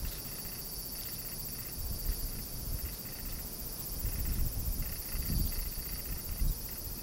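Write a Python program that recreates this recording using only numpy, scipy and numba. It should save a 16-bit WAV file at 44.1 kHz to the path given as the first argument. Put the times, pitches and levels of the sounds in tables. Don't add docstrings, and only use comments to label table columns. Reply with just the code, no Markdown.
import sys
import numpy as np
from scipy import signal
from scipy.fft import rfft, irfft, next_fast_len
from scipy.io import wavfile
from scipy.ndimage import uniform_filter1d
from numba import njit

SR = 44100
rng = np.random.default_rng(int(sys.argv[2]) if len(sys.argv) > 2 else 0)


def output_pcm(signal):
    pcm = np.clip(np.atleast_2d(signal).T, -1, 1) * 32767
    wavfile.write(sys.argv[1], SR, np.round(pcm).astype(np.int16))


def gain_from_db(level_db):
    decades = np.asarray(level_db, float) / 20
    return 10 ** decades


N = 309582
TIME = np.arange(N) / SR

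# time in seconds, strokes done (whole numbers = ring at its highest).
ABDOMEN_STROKES = [
    (0.0, 0.08),
    (0.75, 11.24),
    (1.5, 22.48),
    (3.5, 52.44),
    (5.25, 78.72),
    (6.25, 93.86),
    (7.03, 105.61),
]
# time in seconds, level in dB, low stroke over its usual share in dB,
# deep ring over the low drum in dB.
SONG = [(0.0, -44.5, -3, 6.5), (0.7, -42.5, -0.5, 4), (1.05, -42, -1, 4), (1.75, -43, -2.5, 2.5),
        (2.1, -42, -1, 4.5), (2.45, -46, 0.5, 3.5), (2.8, -44, -2, -1), (3.15, -44.5, -5, 6.5),
        (3.85, -43.5, -2, 0), (4.2, -41, -5, 0), (4.55, -42, -4.5, -7), (4.9, -41.5, -2.5, 1.5),
        (5.4, -40, -1.5, 5.5), (6.3, -47, -2.5, 2), (6.65, -43.5, 0, 1.5), (7.02, -45.5, -2, 4)]
# time in seconds, click pairs a second.
CLICK_PAIRS = [
    (0, 175.5),
    (2.7, 175.9),
    (4.5, 176.4),
    (7.02, 177.1),
]
# time in seconds, lag in ms, level in dB.
HAND_BOUNCE = [
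    (0, 1.87, -15),
    (3, 1.29, -8),
    (5.3, 1.96, -13.5),
    (5.95, 1.73, -1),
    (6.3, 1.5, -1),
    (6.6, 1.4, -5),
    (7.02, 1.4, -5),
]
# centre in Hz, width in Hz, level in dB.
DEEP_RING = [(4680, 170, 1), (4540, 90, 0), (4840, 90, -3), (4175, 60, -10)]
# centre in Hz, width in Hz, level in dB.
HIGH_DRUM = [(7930, 650, 0), (7350, 500, -4)]
# centre in Hz, width in Hz, level in dB.
LOW_OVERTONE = [(10600, 400, 0), (11050, 550, -1)]
# centre in Hz, width in Hz, level in dB.
SHELL = [(9537, 140, 12.5), (9880, 130, 14.5), (9240, 2200, -12), (6100, 400, -30), (13900, 12000, -13)]
LOW_DRUM_DB, HIGH_DRUM_DB, LOW_OVERTONE_DB, STONES_LAG_MS = -10, -17.5, -13, 0.409
FALL_LEAD = .04

# frequency in Hz, level in dB per Hz.
GARDEN_COLOUR = [(40, -7.5), (150, -4.5), (400, -5.5), (820, -12.5), (1600, -19), (3300, -22.5),
                 (4380, -20), (4600, -12.5), (5700, -12), (6800, -18.5), (8700, -22), (10500, -13),
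                 (12200, -13.5), (14300, -13.5), (16000, -19.5)]
GARDEN_DB = -46.5

# peak time in seconds, length in seconds, buffet in dB,
# flutter over buffet in dB.
GUSTS = [(0.036, 0.18, -37.5, -8), (1.827, 0.073, -38.5, -16), (1.933, 0.084, -35, -7),
         (2.079, 0.087, -36.5, -12), (2.205, 0.15, -41, -4), (2.415, 0.14, -45.5, 3),
         (2.636, 0.18, -40.5, 0.5), (2.724, .1, -36.5, -7), (2.855, 0.049, -34, -15),
         (3.275, 0.22, -44.5, -3), (3.673, 0.15, -47.5, -1), (3.93, 0.085, -41, -4), (4.064, 0.09, -34, -9),
         (4.16, .1, -33.5, -32), (4.308, 0.16, -32, -4), (4.443, 0.11, -26, -20),
         (4.585, 0.065, -33.5, -41), (4.683, 0.087, -33, -38), (4.797, 0.053, -37.5, 0),
         (4.9, 0.23, -41, -12), (5.183, 0.11, -33, -15), (5.307, 0.08, -34, 7), (5.396, 0.15, -29.5, -1),
         (5.566, 0.34, -42, -13), (5.933, .15, -45.5, -1), (6.126, .08, -35.5, -5),
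         (6.32, 0.08, -35.5, -28), (6.455, 0.1, -27.5, -9), (6.665, 0.08, -42.5, -19),
         (6.85, 0.15, -44.5, -24)]
BREEZE_DB, FLUTTER_DB = -47, -42.5

# start in seconds, length in seconds, level in dB, brightest point in Hz, width in Hz.
STROKES = [(0.062, 0.13, -51.5, 4050, 2000), (0.242, 0.21, -64, 3500, 2000),
           (1.028, 0.15, -59.5, 3650, 2000), (1.862, 0.11, -69, 3220, 2000),
           (2.077, 0.092, -62, 3520, 2000), (2.924, 0.069, -54, 4230, 1100),
           (3.273, 0.059, -61, 3600, 1500), (3.773, .05, -60, 3500, 1500), (4.158, 0.067, -67, 3500, 2000),
           (4.302, .09, -59, 3800, 2000), (5.18, 0.65, -63, 3530, 1960), (5.85, 0.19, -69, 3500, 1980)]
# time in seconds, peak level in dB.
SNAPS = [(0.0413, -63), (0.0882, -47), (0.1284, -52), (0.2758, -51), (0.9797, -53), (1.0115, -44),
         (1.035, -42), (1.1318, -49), (2.9776, -51), (3.1082, -53), (3.3, -52), (3.6744, -57),
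         (3.7954, -57), (3.8087, -51), (4.4643, -56)]

# first step in seconds, number of steps,
# level in dB, change a step in dB.
HUNTS = [(0.047, 1, -53, 0), (0.115, 3, -58, -1), (0.248, 5, -60.5, .5), (0.449, 5, -56.5, -0.5),
         (0.949, 5, -60, 1.15), (1.114, 5, -63.5, 0.5), (1.282, 2, -59.5, 3), (1.482, 1, -62, 0),
         (1.549, 5, -59.5, .7), (2.049, 3, -62.5, 2.5), (2.283, 4, -62.5, 1.9), (2.784, 1, -60, 0),
         (2.851, 2, -58.5, 1.5), (3.051, 5, -59.5, .8), (3.251, 5, -58.5, -0.4), (4.052, 5, -60, 0.7),
         (4.251, 5, -56, -0.6), (4.821, 5, -57, .1), (5.018, 5, -60.5, 1.55), (5.22, 4, -56, -0.6),
         (5.52, 5, -55.5, -0.7), (5.72, 4, -61.5, .1), (5.855, 5, -57.5, 0.1), (6.054, 5, -57.5, 0),
         (6.289, 4, -60, 0.4), (6.687, 3, -60, 1), (6.988, 1, -64, 0)]
# centre in Hz, width in Hz, level in dB.
CAMERA_BODY = [(1388, 550, -0.5), (1849, 190, 6), (1994, 177, 5.5), (2638, 270, 4)]
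FRAME_S = 1 / 29.97
STEP_SCATTER_DB = .8

# time in seconds, pitch in Hz, level in dB.
CHIRP = [
    (6.468, 3800, -80),
    (6.476, 3850, -58),
    (6.5, 3870, -54),
    (6.508, 3800, -76),
    (6.518, 3600, -61),
    (6.535, 3380, -59),
    (6.543, 3300, -82),
]


def unit(x):
    return x / np.sqrt(np.mean(x ** 2))


def curves(table):
    s, *columns = np.transpose(table)
    return [np.interp(TIME, s, c) for c in columns]


@njit
def svf(x, hz, width):
    y, b, l = np.empty(len(x)), 0., 0.
    for i in range(len(x)):
        g = np.tan(np.pi * hz[i] / SR)
        k = np.pi * width[i] / SR * (1 + g * g) / g
        v = (b + g * (x[i] - l)) / (1 + g * (g + k))
        b, l, y[i] = 2 * v - b, l + 2 * g * v, k * v
    return y


def svf_twice(x, hz, width):
    return svf(svf(x, hz, width), hz, width)


def ring(x, hz, width_hz):
    b, a = signal.iirpeak(hz, hz / width_hz, SR)
    return signal.lfilter(b, a, signal.lfilter(b, a, x))


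def body(x, modes):
    return unit(sum(gain_from_db(db) * ring(x, hz, width) for hz, width, db in modes))


def impulses(s, size):
    margin = 16
    out = np.zeros(N + 64)
    at = np.clip(s * SR, 0, N) + margin
    near = np.floor(at)[:, None] + np.arange(-7, 9)
    off = near - at[:, None]
    pulse = np.sinc(off) * np.cos(np.pi * off / 16) ** 2
    np.add.at(out, near.astype(int), size[:, None] * pulse)
    return out[margin:N + margin]


def walk(rate):
    k = int(SR / rate)
    held = rng.standard_normal(N // 100)[np.arange(N) // k]
    return unit(uniform_filter1d(uniform_filter1d(held, k), k))


def cicada():
    done = curves(ABDOMEN_STROKES)[0]
    turn = 2 * np.pi * (done + FALL_LEAD * (1 - np.cos(2 * np.pi * done)))
    stroke = np.cos(turn)
    up = .5 + .5 * np.tanh(.9 * stroke) / np.tanh(.9)
    down = (1 - up) ** 1.04

    over_high_db, share_db, deep_db = curves(SONG)
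    low_db = over_high_db + share_db + LOW_DRUM_DB
    high_db = over_high_db + HIGH_DRUM_DB
    over_low_db = over_high_db + share_db + LOW_OVERTONE_DB

    pairs = np.cumsum(curves(CLICK_PAIRS)[0] * (1 - 0.001666 * stroke + .0008 * walk(12))) / SR
    k = np.arange(int(2 * pairs[-1]))
    chance = rng.standard_normal((N // 100, 2))[:len(k)].T
    right = k % 2
    s = np.interp(k / 2, pairs, TIME) + 9e-6 * chance[0]
    lame = right * (0.013 + np.interp(s, TIME, up) ** 2)
    size = gain_from_db(-4.5 * lame + 1.2 * chance[1] + .6 * np.interp(s, TIME, walk(14)))
    s = s + 30e-6 * lame

    hand_ms, hand_db = (np.interp(s, TIME, c) for c in curves(HAND_BOUNCE))
    stones_s = STONES_LAG_MS / 1000 * (1 + .04 * np.interp(s, TIME, walk(1.5)))
    s = np.r_[s, s + stones_s, s + hand_ms / 1000]
    size = np.r_[size, gain_from_db(-14) * size, gain_from_db(hand_db) * size]
    clicks = impulses(s, size)
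    uneven = impulses(s, size * gain_from_db(-7 * np.tile(right, 3)))

    analytic = signal.hilbert(uneven, next_fast_len(N))[:N]
    swung = np.real(analytic * np.exp(2j * np.pi * .5 * pairs))
    drum_hz, drum_width_hz = 5330 - 200 * np.sin(turn), 700 + 0 * up
    low = gain_from_db(3) * (0.06 + down) * unit(svf_twice(swung, drum_hz, drum_width_hz))
    low = low + gain_from_db(-2) * down ** 1.5 * body(swung, [(5370, 200, 0), (5190, 150, 0)])
    deep = gain_from_db(deep_db) * (down * body(swung, DEEP_RING) + 0.5 * up * body(clicks, DEEP_RING[:2]))
    high = gain_from_db(high_db + 4.5) * up ** 4 * body(clicks, HIGH_DRUM)

    hz, width_hz = 10800 + 4550 * up ** 1.5, 850 + 2100 * up
    overtone = svf_twice(clicks, hz, width_hz) / np.sqrt(width_hz)
    over_db = over_low_db - 1.5 + (over_high_db + 6 - over_low_db) * up ** 0.8
    arch = unit(svf(svf(clicks, 0.519 * hz, 0.15 * width_hz), 0.518 * hz, 0.15 * width_hz))
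    high = high + gain_from_db(high_db + 1.5) * up ** 0.73 * arch

    near = gain_from_db(low_db - 0.5) * (low + deep) + high + gain_from_db(-59.5) * body(clicks, SHELL)
    near += gain_from_db(over_db) * unit(overtone)
    near += gain_from_db(over_low_db + 5.0) * down ** 0.52 * body(clicks, LOW_OVERTONE)
    haze = rng.standard_normal(9000) * np.exp(-np.arange(9000) / SR / 0.007)
    haze = haze / np.sqrt(np.sum(haze ** 2))
    return near + gain_from_db(-12) * signal.fftconvolve(near, haze)[:N]


def garden():
    hz = np.maximum(np.arange(N // 2 + 1) * SR / N, 1)
    colour_hz, colour_db = np.transpose(GARDEN_COLOUR)
    colour = np.interp(np.log(hz), np.log(colour_hz), colour_db)
    hiss = unit(irfft(rfft(rng.standard_normal(N)) * gain_from_db(colour), N))
    cricket = unit(ring(rng.standard_normal(N), 2469, 66))
    return gain_from_db(GARDEN_DB + .5 * walk(1.71)) * hiss + gain_from_db(-74 + 0.76 * walk(2.9)) * cricket


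def gusts():
    s, length, db, over_db = np.transpose(GUSTS)
    slow = TIME[::64]
    bells = np.exp(-(2.0 * (slow - s[:, None]) / length[:, None]) ** 2)
    push, shiver = (np.interp(TIME, slow, gain_from_db(d) @ bells) for d in (db, db + over_db))
    breeze = gain_from_db(BREEZE_DB + 0.5 * walk(12))
    return breeze + push, shiver + gain_from_db(FLUTTER_DB + 1.7 * walk(4.5)) / (1 + 1.8 * push / breeze)


def wind():
    push, shiver = gusts()
    chance = rng.random((1500, 2)).T
    kick_size = gain_from_db(-2.2 * np.log(1 - chance[1])) * (-1.) ** np.arange(1500)
    kicks = impulses(chance[0] * N / SR, kick_size)
    eddies = unit(kicks) + 0.64 * rng.standard_normal(N)
    buffet = push * body(eddies, [(34.7, 42.6, 7.5), (56, 47.5, -1.5)])
    flutter = shiver * gain_from_db(-7.0) * body(eddies, [(105.0, 103, 3.5), (174, 55, -11)])
    soft = signal.butter(4, 330, fs=SR, output="sos")
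    return signal.sosfilt(soft, buffet + flutter)


def brush():
    chance = rng.random((3500, 2)).T
    tick_size = gain_from_db(-2.1 * np.log(1 - chance[1])) * (-1.) ** np.arange(3500)
    ticks = unit(impulses(chance[0] * N / SR, tick_size))
    hairs = (ticks + 0.4 * rng.standard_normal(N)) * gain_from_db(4.4 * walk(45))
    out = np.zeros(N)
    for start, length, db, hz, width in STROKES:
        at = slice(int(start * SR), int((start + length) * SR))
        rasp = body(hairs[at], [(hz, width, 0), (1500, 1500, -6), (6500, 3500, -7)])
        out[at] += gain_from_db(db) * np.hanning(len(rasp)) ** 0.14 * rasp
    s, db = np.transpose(SNAPS)
    snaps = impulses(s, gain_from_db(db + 26))
    return out + ring(snaps, 3850, 1800) + 0.75 * ring(snaps, 5200, 5000)


def motor_steps():
    rows = []
    for s, count, db, change in HUNTS:
        for k in range(int(round(count))):
            rows.append((s + k * FRAME_S, db + k * change))
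    s, db = np.transpose(rows)
    return s, db + STEP_SCATTER_DB * rng.standard_normal(200)[:len(s)]


def focus_motor():
    s, db = motor_steps()
    after = np.arange(1800) / SR
    rattle = np.exp(-(after / 0.02) ** 1.7) * np.minimum(after / 0.0015, 1)
    shake = signal.fftconvolve(impulses(s, gain_from_db(db)), rattle)[:N] * rng.standard_normal(N)
    chance = rng.standard_normal((200, 6))[:len(s)]
    knock = np.arange(3)
    when = s[:, None] + 0.001993 + 0.0062 * knock + 0.000828 * chance[:, :3]
    knock_db = db[:, None] + 22.5 - 5.9 * knock + 1.2 * chance[:, 3:]
    knocks = impulses(when.ravel(), gain_from_db(knock_db).ravel())
    drive = shake + knocks
    through_body = gain_from_db(4.0) * body(drive, CAMERA_BODY) * np.sqrt(np.mean(drive ** 2))
    return through_body + ring(knocks, 1340, 670)


def bird():
    hz, db = curves(CHIRP)
    turn = 2 * np.pi * np.cumsum(hz) / SR
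    return gain_from_db(db + 1.2 * walk(98)) * (db > -80) * (np.sin(turn) + 0.91 * np.sin(2 * turn))


def scene():
    mono = cicada() + garden() + wind() + brush() + focus_motor() + bird()
    return np.tile(mono, (2, 1))


def roll_off(x):
    return signal.sosfilt(signal.butter(12, 16680, fs=SR, output="sos"), x)


def record(dry):
    top = signal.ellip(14, .5, 75, 15790, fs=SR, output="sos")
    mix = signal.sosfilt(top, dry)
    return roll_off(mix)


dry = scene()
out = record(dry)
output_pcm(out)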